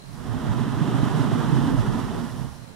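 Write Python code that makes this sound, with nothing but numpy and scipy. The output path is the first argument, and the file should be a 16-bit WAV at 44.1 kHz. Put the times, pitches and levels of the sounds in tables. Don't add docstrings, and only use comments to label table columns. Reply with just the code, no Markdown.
import sys
import numpy as np
from scipy.fft import rfft, irfft, next_fast_len
from scipy.io import wavfile
from scipy.ndimage import map_coordinates

SR = 44100
rng = np.random.default_rng(int(sys.argv[2]) if len(sys.argv) > 2 else 0)


def store_pcm(level_fs):
    pcm = np.round(np.clip(level_fs, -1, 1) * 32767).astype(np.int16)
    wavfile.write(sys.argv[1], SR, np.atleast_2d(pcm).T)


N = 121275


def roar(surges, surging, gain_db=2.5, duck=.6, weak_db=-30, weak_range_db=16, dull_hz=240):
    # (time [s], relative level [dB])
    envelope = [(0, -53), (.12, -39.5), (.22, -35), (.32, -25.5), (.44, -25), (.6, -21), (.73, -28),
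                (.9, -22.5), (1.1, -25.5), (1.28, -19), (1.45, -25), (1.6, -22.5), (1.78, -21.5),
                (1.96, -21.5), (2.03, -30), (2.14, -23.5), (2.3, -34), (2.45, -32), (2.54, -45),
                (2.62, -41), (2.75, -55)]
    # (frequency [Hz], relative level [dB])
    spectrum = [(20, -38), (60, -47), (85, -26.5), (105, -9.5), (135, 2.5), (190, -8.5), (240, -5),
                (320, -16.5), (370, -14.5), (480, -17.5), (530, -23.5), (800, -58), (1500, -100)]
    level_db = curve(envelope)
    churn = amp(level_db + gain_db) * (1 - duck * surging) * noise(spectrum)
    weak = np.clip((weak_db - level_db) / weak_range_db, 0, 1)
    dull = filtered(churn, lambda hz: 1 / (1 + (hz / dull_hz) ** 4))
    left, right = at_ports(churn + weak * (dull - churn) + surges)
    left_dip_db = .4 * np.minimum(level_db - np.median(level_db), 0)
    return np.array([left * amp(left_dip_db), right])


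def puffs(gain_db=-4):
    # (onset [s], relative level [dB], pitch at the crest [Hz], attack [s],
    # pitch fall [Hz/s], share of the octave [0-1])
    hits = [(0.269, -18, 113.5, 0.048, 200, 0.12), (0.323, -19.5, 245, 0.027, -400, 0),
            (.478, -11, 105, .022, 0, 0.33), (.545, -14, 126, 0.021, -300, 0.032),
            (0.599, -14, 116.5, 0.017, 100, 1), (.671, -16, 126, 0.0095, 0, 1),
            (0.767, -13, 150, 0.0088, 0, 0.53), (0.81, -4, 148, .0096, 0, 0.17),
            (0.874, -11.5, 152, 0.009, 0, 0.67), (0.937, -9.5, 130.7, .012, 300, 0.6),
            (1.024, -5, 130, 0.0085, 600, 0.56), (1.067, -12, 125, 0.0063, 300, 1),
            (1.193, -6.5, 134.4, 0.014, 102, 0.37), (1.229, -15, 241.4, 0.026, 1900, 0),
            (1.325, -6, 137, 0.0082, 0, 0.27), (1.52, -4.5, 150, 0.0095, 0, 0.28),
            (1.581, -10, 123, 0.0078, 300, 1), (1.63, -8, 146, .009, -300, 0.41),
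            (1.671, -11.5, 133.5, 0.012, 0, 0.96), (1.735, -8, 136, 0.01, 300, 0.47),
            (1.738, -19, 253, 0.03, 900, 0.21), (1.768, -9, 122.4, 0.022, 600, 0.17),
            (1.874, -14, 135, 0.013, 0, 0.14), (1.922, -16, 142, 0.0096, 0, 0.35),
            (1.947, -14, 248.5, 0.012, 2403, 0.23), (2.077, -19, 207, .031, 1700, 0.21),
            (2.41, -15.5, 141, 0.0061, 900, 0.36)]
    sound, surging = np.zeros((2, N + SR))
    t = np.arange(SR // 4) / SR
    start_phases = rng.uniform(0, 2 * np.pi, len(hits))
    for (onset, db, hz, attack, fall, octave), start_phase in zip(hits, start_phases):
        swell = (t / attack * np.exp(1 - t / attack)) ** 2
        phase = 2 * np.pi * np.cumsum(hz - fall * (t - attack)) / SR + start_phase
        swing = np.sin(phase) - octave * swell * np.sin(2 * phase)
        start = round(onset * SR)
        sound[start:start + len(t)] += amp(db + gain_db) * swell * swing
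        surging[start:start + len(t)] += np.sqrt(swell)
    return np.array([sound[:N], np.zeros(N)]), np.minimum(surging[:N], 1)


def rush(flicker, surging, gain_db=2.5, flicker_db=0.85, surge_db=0.6):
    # (time [s], relative level [dB])
    envelope = [(0, -81), (.1, -60), (.2, -46.5), (.34, -40.5), (.6, -37.5), (.74, -37), (1.03, -34.5),
                (1.25, -35.5), (1.45, -34), (1.75, -36.5), (2.0, -37.5), (2.18, -39), (2.32, -44.5),
                (2.44, -44.5), (2.54, -52.5), (2.75, -62)]
    # (frequency [Hz], relative level [dB])
    spectrum = [(250, -54), (530, -7.5), (620, -1), (780, -2.5), (1000, 0.5), (1400, -5.5), (1900, -10.5),
                (2300, -20), (3100, -14), (3900, -18), (4400, -26.5), (8000, -28.5), (16000, -102)]
    level_db = curve(envelope) + gain_db + flicker_db * flicker + surge_db * surging
    return at_ports(amp(level_db) * noise(spectrum))


def sizzle(flicker, gain_db=1.5, flicker_db=0.76, grain_db=0.75):
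    # (time [s], relative level [dB])
    envelope = [(0, -66), (.12, -57), (.35, -54.5), (.62, -54), (.75, -53), (1.15, -50.5), (1.65, -50.5),
                (2.05, -51.5), (2.45, -53), (2.58, -57.5), (2.75, -66)]
    # (frequency [Hz], relative level [dB])
    spectrum = [(1500, -59), (4000, 0), (5500, 2.5), (7000, -3.5), (10500, -5.5), (12500, -7.5),
                (15500, -17)]
    level_db = curve(envelope) + gain_db + flicker_db * flicker + grain_db * wobble(600)
    return at_ports(amp(level_db) * noise(spectrum))


def rumble(left_db=-12):
    # (time [s], level [dB])
    envelope = [(0, -67), (.13, -43), (.33, -35), (.7, -42), (.9, -41), (1.3, -39.5), (1.95, -31),
                (2.25, -40), (2.46, -34), (2.65, -57), (2.75, -52)]
    # (frequency [Hz], relative level [dB])
    spectrum = [(15, -21), (30, 4), (50, 1), (85, 3), (120, 2), (200, -31), (600, -82)]
    return amp(curve(envelope)) * amp([[left_db], [0]]) * noise(spectrum)


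def at_ports(pair):
    # (frequency [Hz], level [dB], likeness [0-1], phase lead [rad])
    image = [(50, -5, .4, 3.9), (105, -8, .9, 3.6), (135, -8, .8, 2.4), (200, -2, .4, .6),
             (240, -6, .65, 1.3), (275, -2, .9, .6), (320, 4, .3, 0), (380, -4, .4, 0), (480, -5, .45, 1.6),
             (620, -3.5, .8, .4), (1000, -4.7, .86, -.1), (1900, -5.5, .7, .3), (2350, -5, .4, .5),
             (3100, -4.7, .88, .2), (4400, -7, .35, .2), (5500, -6, .62, .2), (7000, -7, .22, 0),
             (10800, 2.5, .52, .4), (12500, -16, .46, 0)]

    def response(hz):
        likeness = np.clip(along(image, hz, column=2), 0, 1)
        direct = likeness * np.exp(1j * along(image, hz, column=3))
        scattered = np.sqrt(1 - likeness ** 2)
        return amp(along(image, hz)) * np.array([direct, scattered])
    return np.array([filtered(pair, response).sum(axis=0), pair[0]])


def walls(flame, dull_hz=4500):
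    # (delay [s], left gain [linear], right gain [linear])
    taps = [(.00185, 0, -.08), (.00222, -.06, .06), (.00801, -.16, .17), (.01737, -.07, .11),
            (.02, 0, -.08)]

    def response(hz):
        echoes = sum(np.outer(gains, np.exp(-2j * np.pi * hz * delay)) for delay, *gains in taps)
        return 1 + echoes / (1 + (hz / dull_hz) ** 2)
    return filtered(flame, response)


def breeze():
    # (peak time [s], half width [s], level [dB])
    gusts = [(.755, .022, -29.5), (1.805, .025, -28.5), (2.0, .17, -38.5)]
    # (frequency [Hz], relative level [dB])
    spectrum = [(12, -27), (30, -2), (60, -5), (110, -9), (300, -49), (1000, -90)]
    return np.array([swells(gusts) * noise(spectrum)[0], np.zeros(N)])


def air(level_db=-42):
    # (frequency [Hz], relative level [dB], left minus right [dB])
    spectrum = [(43, -9.5, -8), (122, -3, -40), (180, -1.5, -18.5), (320, -15.5, -5.5), (790, -18.5, -1.5),
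                (1960, -28.5, 1.5), (3300, -31.5, 0.5), (6000, -33, -6), (11000, -36.5, 0),
                (12500, -42.5, -13), (15500, -42, -27)]
    left, right = amp(level_db) * noise(spectrum)
    return np.array([filtered(left, lambda hz: amp(along(spectrum, hz, column=2))), right])


def insect(pitch_hz=4100, half_width_hz=130, trill_hz=52, left_db=-3):
    # (peak time [s], half width [s], level on the right [dB])
    audible = [(.03, .065, -54.5), (2.68, .1, -60)]
    white = rng.standard_normal((2, N))
    band = filtered(white, lambda hz: 1 / (1 + ((hz - pitch_hz) / half_width_hz) ** 2))
    pulse_hz = trill_hz * (1 + 0.099 * wobble(8.9))
    pulses = 1 + 0.78 * np.sin(2 * np.pi * np.cumsum(pulse_hz) / SR)
    return amp([[left_db], [0]]) * swells(audible) * unit(band * pulses)


def amp(db):
    return 10 ** (np.asarray(db) / 20)


def unit(x):
    return x / np.sqrt(np.mean(x ** 2) + 1e-20)


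def along(table, hz, column=1):
    rows = np.array(table, float)
    return np.interp(np.log(hz + 1), np.log(rows[:, 0] + 1), rows[:, column])


def curve(rows):
    return np.interp(np.arange(N) / SR, *np.transpose(rows))


def swells(rows):
    t = np.arange(N) / SR
    return sum(amp(db) * np.exp(-.5 * ((t - peak) / width) ** 2) for peak, width, db in rows)


def wobble(rate):
    return map_coordinates(rng.standard_normal(4096), [np.arange(N) * rate / SR], mode="wrap")


def filtered(x, response):
    size = next_fast_len(N + SR // 2)
    return irfft(rfft(x, size) * response(np.fft.rfftfreq(size, 1 / SR)), size)[..., :N]


def noise(spectrum):
    return unit(filtered(rng.standard_normal((2, N)), lambda hz: amp(along(spectrum, hz))))


def scene():
    flicker = wobble(39.55)
    surges, surging = puffs()
    flame = roar(surges, surging) + rush(flicker, surging) + sizzle(flicker)
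    return walls(flame) + rumble() + breeze() + air() + insect()


def record(dry, top_hz=15780):
    return filtered(dry, lambda hz: hz < top_hz)


dry = scene()
out = record(dry)
store_pcm(out)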